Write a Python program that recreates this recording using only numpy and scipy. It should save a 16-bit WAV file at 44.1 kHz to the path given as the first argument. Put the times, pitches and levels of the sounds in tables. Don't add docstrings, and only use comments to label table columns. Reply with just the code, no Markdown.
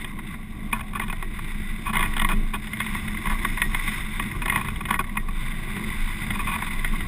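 import sys
import numpy as np
from scipy import signal
from scipy.fft import rfft, irfft
from scipy.io import wavfile
from scipy.ndimage import uniform_filter1d

SR = 44100
rng = np.random.default_rng(int(sys.argv[2]) if len(sys.argv) > 2 else 0)


def store_pcm(level_fs):
    pcm = np.round(np.clip(level_fs, -1, 1) * 32767).astype(np.int16)
    wavfile.write(sys.argv[1], SR, np.atleast_2d(pcm).T)


def magnitude_from_level(level_db):
    exponent = np.asarray(level_db, float) / 20
    return 10 ** exponent


N = 311787

# pitch in Hz, width in Hz, level in dB.
DOOR_MODES = [(981.6, 76, 3.5), (1126.3, 66, 7)]
SHELL_MODES = [(1895, 16, 9), (1996, 337, 2.4), (2144, 58, 8.6)]
PORT_MODES = [(2397, 254, -1), (2506, 67, 6)]
LATCH_MODES = [(2935, 84, -0.71), (3270, 160, -1.8), (3558, 210, -1)]
CORNER_MODES = [(376, 54, -4.5), (668, 30, -4.5), (526, 72, -16), (758, 70, -6.5), (858, 124, -5.5),
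                (1349, 46, -2), (1467, 73, 1), (1746, 77, 1.5), (4020, 110, -16), (5180, 580, -13.5)]
TUBE_MODES = [(87, 9.6, -7), (125.8, 11.2, -3.5), (172, 14.7, -5), (212.6, 16.7, 2), (305.7, 23.4, -16)]

# time in seconds, strength in dB,
# lean toward the neighbouring parts in dB, hardness in dB.
DOOR_KNOCKS = [(0.7287, -14, -1.5, -3), (0.809, -22, -4.5, -1), (0.9522, -21.5, -6.5, -8),
               (1.0819, -31.5, -1, 9), (1.0993, -19.5, -4, -5), (1.3901, -25.5, -10, 5),
               (1.8674, -18, -6, -15), (1.956, -16, -9, -3), (1.9668, -20, -9, 2), (2.0379, -18, -12, 3),
               (2.2479, -20, -4.5, -3), (2.3169, -17.5, -4.5, -6), (2.5412, -24, -2, 6),
               (3.3514, -24, -27, -16), (4.1968, -25, 2.5, 4), (4.4195, -19.5, 0, -2),
               (4.5224, -17.5, -8, 2), (4.576, -21.5, -4, 4), (4.6119, -22, -4, -3), (4.6859, -20, -4, 1),
               (4.8083, -20.5, -9, -5), (4.9923, -11.5, -8.5, -7), (5.1562, -28, -9, 2),
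               (5.1715, -25.5, 2, 6), (5.2857, -21, -13, -4), (6.3933, -18.5, -6, -4),
               (6.4708, -25.5, 2.5, -3), (6.56, -18, -8, -6), (6.6654, -21, -10, 0), (6.9371, -27, -9, -1),
               (1.895, -21, -6, -7), (0.934, -29, -8, 3), (1.0165, -22, -2.5, -3), (4.4815, -19, -3.5, -2),
               (2.029, -28, -15, -13), (0.7345, -18.5, -6, -5)]
SHELL_KNOCKS = [(0.0463, -23.5, 2, -5.5), (1.9830, -29, -6, 7), (2.1375, -23.5, -15, -3),
                (2.1804, -21.5, -6, -0.5), (2.1954, -21, -9, -4), (2.2897, -19, -1, -3.5),
                (2.6718, -28, -16, 2), (2.7344, -19, -22, -3), (2.7711, -24, -17, -7),
                (2.8035, -14.5, -3, -6.5), (2.8164, -21, -22, -3), (2.8644, -21, -8, -9),
                (3.0824, -22, -27, -4), (3.1078, -45, -25, -7), (3.1467, -26, 2, -18),
                (3.1727, -20, -38, -9), (3.6194, -7, -15.5, -5.5), (3.7184, -29, -15, -6),
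                (3.7474, -13, -9, -9.5), (3.8786, -16.5, -3, -12), (4.2408, -27, -24, -1),
                (4.3146, -21, -31, -9), (4.4987, -10, -21, -9), (4.8554, -17.5, -16, -5.5),
                (5.0963, -29, -31, -6), (5.5169, -25.5, -22, -1), (6.3061, -16.5, -9, -5.5),
                (6.7052, -28, -31, -7), (6.8463, -16.5, -5, -5.5), (7.007, -24.5, -22, 6)]
HINGE_KNOCKS = [(0.19, -27.5, 6, -13), (0.342, -33, 8, -10), (0.794, -28, 1, -2), (0.9982, -21, 10.5, -7),
                (1.1274, -25, 10.5, -3), (1.2265, -23.5, 4, -1.5), (1.934, -18, -12, 3),
                (1.9942, -16, -6.5, 5.5), (2.0079, -17, -8, -3), (2.0596, -27, 10, -11),
                (2.167, -18.5, 5, -5), (2.2176, -11.5, -2, -6), (2.9507, -20.5, 5, -13),
                (3.2571, -17.5, -8, -3), (3.2705, -16.5, -2.5, -6), (3.2981, -24, -8, 0),
                (3.4501, -12.5, 4, -9), (3.5749, -24, 15, -16), (4.4585, -16.5, -3, 5),
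                (4.4823, -26, 6, -1), (4.5597, -12.5, 4.5, -9.5), (4.8911, -29, -10, -6),
                (4.9075, -10.5, -2.5, -3), (4.9417, -12, 0, -15), (5.5457, -46, 0, -1),
                (5.7662, -26.5, 0, 0), (6.5877, -28, 6, -6), (6.6235, -18.5, 5, -8)]
LATCH_KNOCKS = [(1.9435, -26, -3, -1), (1.9545, -18.5, -4, 2), (1.9695, -13, -3, -3), (1.9845, -26, -3, 3),
                (1.9955, -28, -6, -3), (2.0075, -21, -6, 0), (2.029, -16.5, 0, -5), (2.1375, -37, -6, -6),
                (2.2475, -12, -5, -5), (4.4975, -44, -6, -3), (4.5215, -26, 0, -3), (4.76, -30, -6, 7),
                (5.043, -33, 3.5, -3), (6.8465, -29.5, 2, 5), (4.648, -36, 5, -6), (4.8105, -27, -3, -2),
                (2.168, -18, -10, 1), (2.1975, -16, -3, 2), (2.22, -18, -10, 1), (6.307, -32, -3.5, -12),
                (5.172, -25, 7, -13), (4.198, -28.5, 9, -3)]
# start in seconds, length in seconds, strength in dB,
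# lean from lens port toward shell in dB.
BUZZES = [(0.727, 0.054, -39, 3), (0.948, 0.034, -36, -2), (1.016, 0.028, -36.5, -8),
          (1.847, 0.071, -35, -2), (1.924, 0.049, -35.5, 14), (1.992, 0.083, -34, -8),
          (2.285, 0.059, -31.5, 3), (2.53, 0.037, -32, -3.5), (3.292, 0.046, -34, 11.5),
          (3.434, 0.0093, -42, 12), (4.42, 0.008, -33, 3), (4.525, 0.05, -34.5, -8),
          (4.577, 0.028, -35.5, 2), (4.643, 0.0204, -36.5, 6), (4.882, 0.02, -35, 8),
          (4.912, 0.057, -35.5, 10), (4.99, 0.024, -31.5, 10.5), (5.165, 0.01, -37, -13),
          (6.347, 0.022, -35.5, -10), (6.388, 0.033, -39, -15), (6.468, 0.04, -32, -10),
          (6.506, 0.055, -33.5, -9)]

DOOR_DRIVE_DB = [-4.5, -1.5, -15, 2, -7]
SHELL_DRIVE_DB = [-1.5, -3.5, 2, -5.5, 1.5]
HINGE_DRIVE_DB = [-2.5, -2, -1, -10, -7.5]
LATCH_DRIVE_DB = [-10.5, 1, 5, -18, -3.2]
BUZZ_DRIVE_DB = [-2, 2.05, -8.5, -3, -7.5]
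DOOR_LEAN = [0.33, .01, .01, 1, 0.77]
SHELL_LEAN = [0.34, 0.51, .01, 0.23, 0.31]
HINGE_LEAN = [0.64, .01, 0.62, .1, 0.34]
LATCH_LEAN = [0.54, 0.99, 1, 0.62, .01]
BUZZ_LEAN = [0.31, 0.0096, 0.64, -0.31, -0.024]
HARDNESS_SHARE = [0.63, .01, 0.13, 0.11, 0.68]

# time in seconds, pitch in Hz.
SWAY_PITCH = [
    (0.0, 25.3),
    (2.58, 24.9),
    (2.68, 27.7),
    (4.17, 25.96),
    (4.33, 31.2),
    (4.98, 24.98),
    (7.07, 25.3),
]
# time in seconds, level in dB.
SWING = [(0.0, -35), (.4, -39), (1.0, -35.5), (1.15, -29.5), (1.75, -30), (1.92, -42), (2.0, -25.5),
         (2.44, -22.5), (2.74, -43), (3.0, -33), (3.56, -24.5), (4.33, -38), (4.4, -29.5), (4.62, -40),
         (5.4, -26.5), (5.8, -32), (6.6, -32), (7.0, -23.5)]
# time in seconds, change in dB.
LULLS = [(.33, -2), (.76, 3), (.96, -3), (2.75, -13), (3.05, -10), (3.21, -11), (3.61, -11), (3.83, -2),
         (4.35, -2), (4.71, 6), (5.77, -12), (6.02, 7), (6.22, -6), (6.36, 3), (6.58, -15), (1.93, 9),
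         (4.2, 0), (5.05, 1), (7.07, -12), (1.36, -8), (3.42, -8), (4.82, -2), (.55, -2)]

# time in seconds, airspeed as hiss level in dB, gustiness as rattle level in dB.
WIND = [(0.0, -43, -41), (0.2, -55.5, -55.5), (0.7, -48, -47.5), (1.05, -50.5, -43.5), (1.36, -45.5, -52.5),
        (1.85, -42, -48), (2.27, -44.5, -39), (2.57, -46.5, -45), (2.63, -40.5, -47.5), (3.45, -38.5, -42),
        (4.0, -34.5, -38.5), (4.04, -40.5, -47), (4.57, -43, -40.5), (4.85, -44.5, -44), (5.17, -47, -41.5),
        (5.4, -42.5, -45.5), (6.07, -37, -41.5), (7.07, -40.5, -44)]
# time in seconds, change in dB.
PUFFS = [(.3, 9), (1.15, 2.5), (1.5, 3), (1.78, 0.5), (1.94, -6.5), (2.1, 2), (2.37, 1.5), (2.74, -2.5),
         (2.95, 1.5), (3.2, -1.5), (3.7, -1.5), (4.2, 1), (4.44, 0), (4.75, 1), (4.95, -5.5), (5.27, -4),
         (5.42, 3), (5.7, -0.5), (6.19, 0), (6.49, 0), (6.7, 1), (6.85, 1)]
# time in seconds, rise over the steady hum in dB.
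JOLTS = [(.3, 3), (.75, 1), (1.95, 1), (2.24, 6.5), (2.4, 7.5), (2.95, 8.5), (3.1, 7.5), (3.501, 9),
         (3.74, 9), (4.269, 9), (4.43, 3), (4.71, 4.5), (5.6, 4.5), (5.85, 4.5), (6.36, 7.5), (6.95, 2.5)]
# pitch in Hz, level in dB per Hz.
BUFFET_COLOUR = [(7.1, -14), (12, -13), (38, 1.5), (81, -7), (154, -7), (210, -9.5), (265, -17),
                 (355, -15.5), (493, -31), (600, -30.5), (780, -26), (1320, -120)]
# pitch in Hz, level in dB per Hz.
HISS_COLOUR = [(290, -28), (500, -47), (670, -26.5), (890, -15.5), (1140, -10.5), (1470, -11.5),
               (1800, -11), (2010, 0.5), (2450, -10), (2900, -18.5), (3600, -9), (4000, -24.5), (4400, -32),
               (6000, -27)]
# pitch in Hz, width in Hz, change in dB.
HISS_DIPS = [(1290, 51, -15), (1783, 57, -11), (3250, 116, -8), (4370, 90, -1.5), (5690, 280, -12.5)]
# time in seconds, pitch in Hz.
SLOT_PITCH = [
    (0.0, 5140),
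    (2.4, 4950),
    (2.9, 5180),
    (4.7, 5226),
    (5.3, 4860),
    (7.07, 4915),
]

SKIRT = 3.64


def evened(x):
    return x / np.sqrt(np.mean(x ** 2) + 1e-20)


def control(rows, column):
    rows = np.vstack(rows)
    return np.interp(np.arange(N) / SR, rows[:, 0], rows[:, column])


def bumps_db(rows, rise_s, fall_s):
    moment, db = np.transpose(rows)[:, :, None]
    t = np.arange(0, N, 64) / SR - moment
    shape = np.exp(-(t / np.where(t < 0, rise_s, fall_s)) ** 2)
    return np.repeat((db * shape).sum(0), 64)[:N]


def wander(seconds):
    size = max(round(seconds * SR), 1)
    smooth = uniform_filter1d(rng.standard_normal(N), size)
    return evened(uniform_filter1d(smooth, size))


def ring(x, modes):
    out = np.zeros(len(x))
    for k, (hz, width, db) in enumerate(modes):
        r = np.exp(-np.pi * width / SR)
        pole = r * np.exp(2j * np.pi * hz / SR)
        out += (-1) ** k * magnitude_from_level(db) * 2 * signal.lfilter([1 - r], [1, -pole], x).real
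    return out


def steep(x, modes, wider):
    out = np.zeros(len(x))
    for k, (hz, width, db) in enumerate(modes):
        once = ring(x, [(hz, width, db)])
        out += (-1) ** k * ring(once, [(hz, wider * width, 0)])
    return out


def noise(points, size, patchy_db, dips=()):
    hop, hz = size // 4, np.fft.rfftfreq(size, 1 / SR)
    a, b, patches = rng.standard_normal((N // hop + 8, len(hz), 3)).T
    patches = uniform_filter1d(patches, size=8, axis=0)
    patches = evened(uniform_filter1d(patches, size=10, axis=1))
    f, db = np.transpose(points)
    colour_db = np.interp(np.log(hz + 1), np.log(f + 1), db, left=-90, right=-90)
    for dip_hz, width, dip_db in dips:
        colour_db += dip_db * np.exp(-((hz - dip_hz) / width) ** 2)
    spectra = (a + 1j * b) * magnitude_from_level(colour_db[:, None] + patchy_db * patches)
    return evened(signal.istft(spectra, nperseg=size, noverlap=size - hop)[1][:N])


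def knocks(rows, place_db, lean, peak_s):
    t = np.arange(900) / SR
    chatter = rng.standard_normal((len(rows), 5, len(t) + 1))
    drive = np.zeros((5, N + len(t)))
    for (s, db, lean_db, hard_db), grains in zip(rows, chatter):
        u = t / (peak_s * magnitude_from_level(0.44 * grains[:, :1]))
        shape = (u * np.exp(1 - u)) ** 2.0
        z = rfft(grains[:, 1:] * shape)
        burst = irfft(z / abs(z), len(t)) * shape ** 0.3
        burst *= np.linalg.norm(shape, axis=1, keepdims=True) / np.linalg.norm(burst, axis=1, keepdims=True)
        parts_db = db + np.array(place_db) + lean_db * np.array(lean) + hard_db * np.array(HARDNESS_SHARE)
        levels = magnitude_from_level(parts_db - 1.67)[:, None]
        hit = round((s + 0.00091) * SR)
        drive[:, hit:hit + 11] += magnitude_from_level(-2) * levels * np.sign(grains[:, 1:2]) * np.hanning(11)
        at = max(round((s - peak_s - 0.0011) * SR), 0)
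        drive[:, at:at + len(t)] += magnitude_from_level(-3.5) * levels * burst
    return drive[:, :N]


def buzzes():
    contacts = evened(rng.standard_normal((5, N)) * magnitude_from_level(0.33 * wander(0.0013)))
    drive = np.zeros((5, N))
    for s, length, db, lean_db in BUZZES:
        at, size = round(s * SR), round(length * SR)
        parts_db = db + np.array(BUZZ_DRIVE_DB) + lean_db * np.array(BUZZ_LEAN)
        shape = signal.windows.tukey(size, 0.35) * magnitude_from_level(np.linspace(1.5, -3, size))
        drive[:, at:at + size] += magnitude_from_level(parts_db)[:, None] * shape
    return drive * contacts


def part_ring(drive, modes):
    click = np.eye(1, 8192)[0]
    return steep(drive, modes, SKIRT) / np.linalg.norm(steep(click, modes, SKIRT))


def housing(drive):
    parts = [CORNER_MODES, DOOR_MODES, SHELL_MODES, PORT_MODES, LATCH_MODES]
    rung = sum(part_ring(d, modes) for d, modes in zip(drive, parts))
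    wall = signal.butter(4, 3700, fs=SR, output="sos")
    thud = magnitude_from_level(-5.0) * part_ring(drive[1], TUBE_MODES)
    return thud + signal.sosfilt(wall, rung)


def rattle():
    sizes = magnitude_from_level(2.6 * np.minimum(rng.exponential(1, N), 4))
    ticks = sizes * (rng.random(N) < 1100 / SR) * rng.choice([-1., 1.], N)
    ticks *= magnitude_from_level(2.8 * wander(0.037))
    body = ring(ticks, DOOR_MODES) + magnitude_from_level(-18.0) * ring(ticks, PORT_MODES)
    body += magnitude_from_level(-17.5) * ring(ticks, SHELL_MODES + LATCH_MODES + CORNER_MODES)
    level_db = control(WIND, column=2) + 0.81 * bumps_db(PUFFS, rise_s=0.14, fall_s=0.068) - 3.5
    return magnitude_from_level(level_db) * evened(body)


def sway():
    turns = np.cumsum(control(SWAY_PITCH, column=1) + 0.73 * wander(0.1)) / SR
    level_db = control(SWING, column=1) + bumps_db(LULLS, rise_s=0.044, fall_s=0.049)
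    level_db += 1.5 + 2.06 * wander(0.033)
    return np.sqrt(2) * magnitude_from_level(level_db) * np.sin(2 * np.pi * turns)


def airframe():
    gusts_db = 0.34 * (control(WIND, column=2) + 45)
    gusts_db += 1.5 * wander(0.12) + 1.32 * wander(0.016)
    buffet = magnitude_from_level(-36.5 + gusts_db) * noise(BUFFET_COLOUR, size=2048, patchy_db=2.0)
    hum = evened(steep(rng.standard_normal(N), TUBE_MODES, 2.25))
    return buffet + magnitude_from_level(-40 + bumps_db(JOLTS, rise_s=0.073, fall_s=0.043)) * hum


def hiss():
    level_db = control(WIND, column=1) + bumps_db(PUFFS, rise_s=0.14, fall_s=0.068)
    level_db += 2.5 + 2.01 * wander(0.0064)
    return magnitude_from_level(level_db) * noise(HISS_COLOUR, size=1024, patchy_db=0.65, dips=HISS_DIPS)


def slot():
    slow = signal.butter(2, 170, fs=SR, output="sos")
    fuzz = signal.sosfilt(slow, rng.standard_normal((2, N)))
    turns = np.cumsum(control(SLOT_PITCH, column=1)) / SR
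    whistle = ((fuzz[0] + 1j * fuzz[1]) * np.exp(2j * np.pi * turns)).real
    level_db = -64 + 1.3 * (control(WIND, column=1) + 40.5)
    return magnitude_from_level(level_db) * evened(whistle)


def scene():
    drive = knocks(DOOR_KNOCKS, DOOR_DRIVE_DB, DOOR_LEAN, peak_s=0.002488)
    drive += knocks(SHELL_KNOCKS, SHELL_DRIVE_DB, SHELL_LEAN, peak_s=0.001718)
    drive += knocks(HINGE_KNOCKS, HINGE_DRIVE_DB, HINGE_LEAN, peak_s=0.002196)
    drive += knocks(LATCH_KNOCKS, LATCH_DRIVE_DB, LATCH_LEAN, peak_s=0.001795)
    drive += buzzes()
    mix = housing(drive) + rattle() + sway() + airframe() + hiss() + slot()
    return mix[None]


def top_cut(x):
    return signal.sosfilt(signal.butter(12, 16000, fs=SR, output="sos"), x)


def record(dry):
    slow_hz, hold = 12000, 4
    slow = signal.resample_poly(dry, slow_hz, SR, axis=1)
    stairs = np.repeat(slow, hold, axis=1)
    held = signal.resample_poly(stairs, SR, hold * slow_hz, axis=1)[:, :N]
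    low_pass = signal.firwin(401, 15300, window=("kaiser", 8), fs=SR)
    finished = signal.oaconvolve(held, low_pass[None], "same")
    return top_cut(finished)


dry = scene()
out = record(dry)
store_pcm(out)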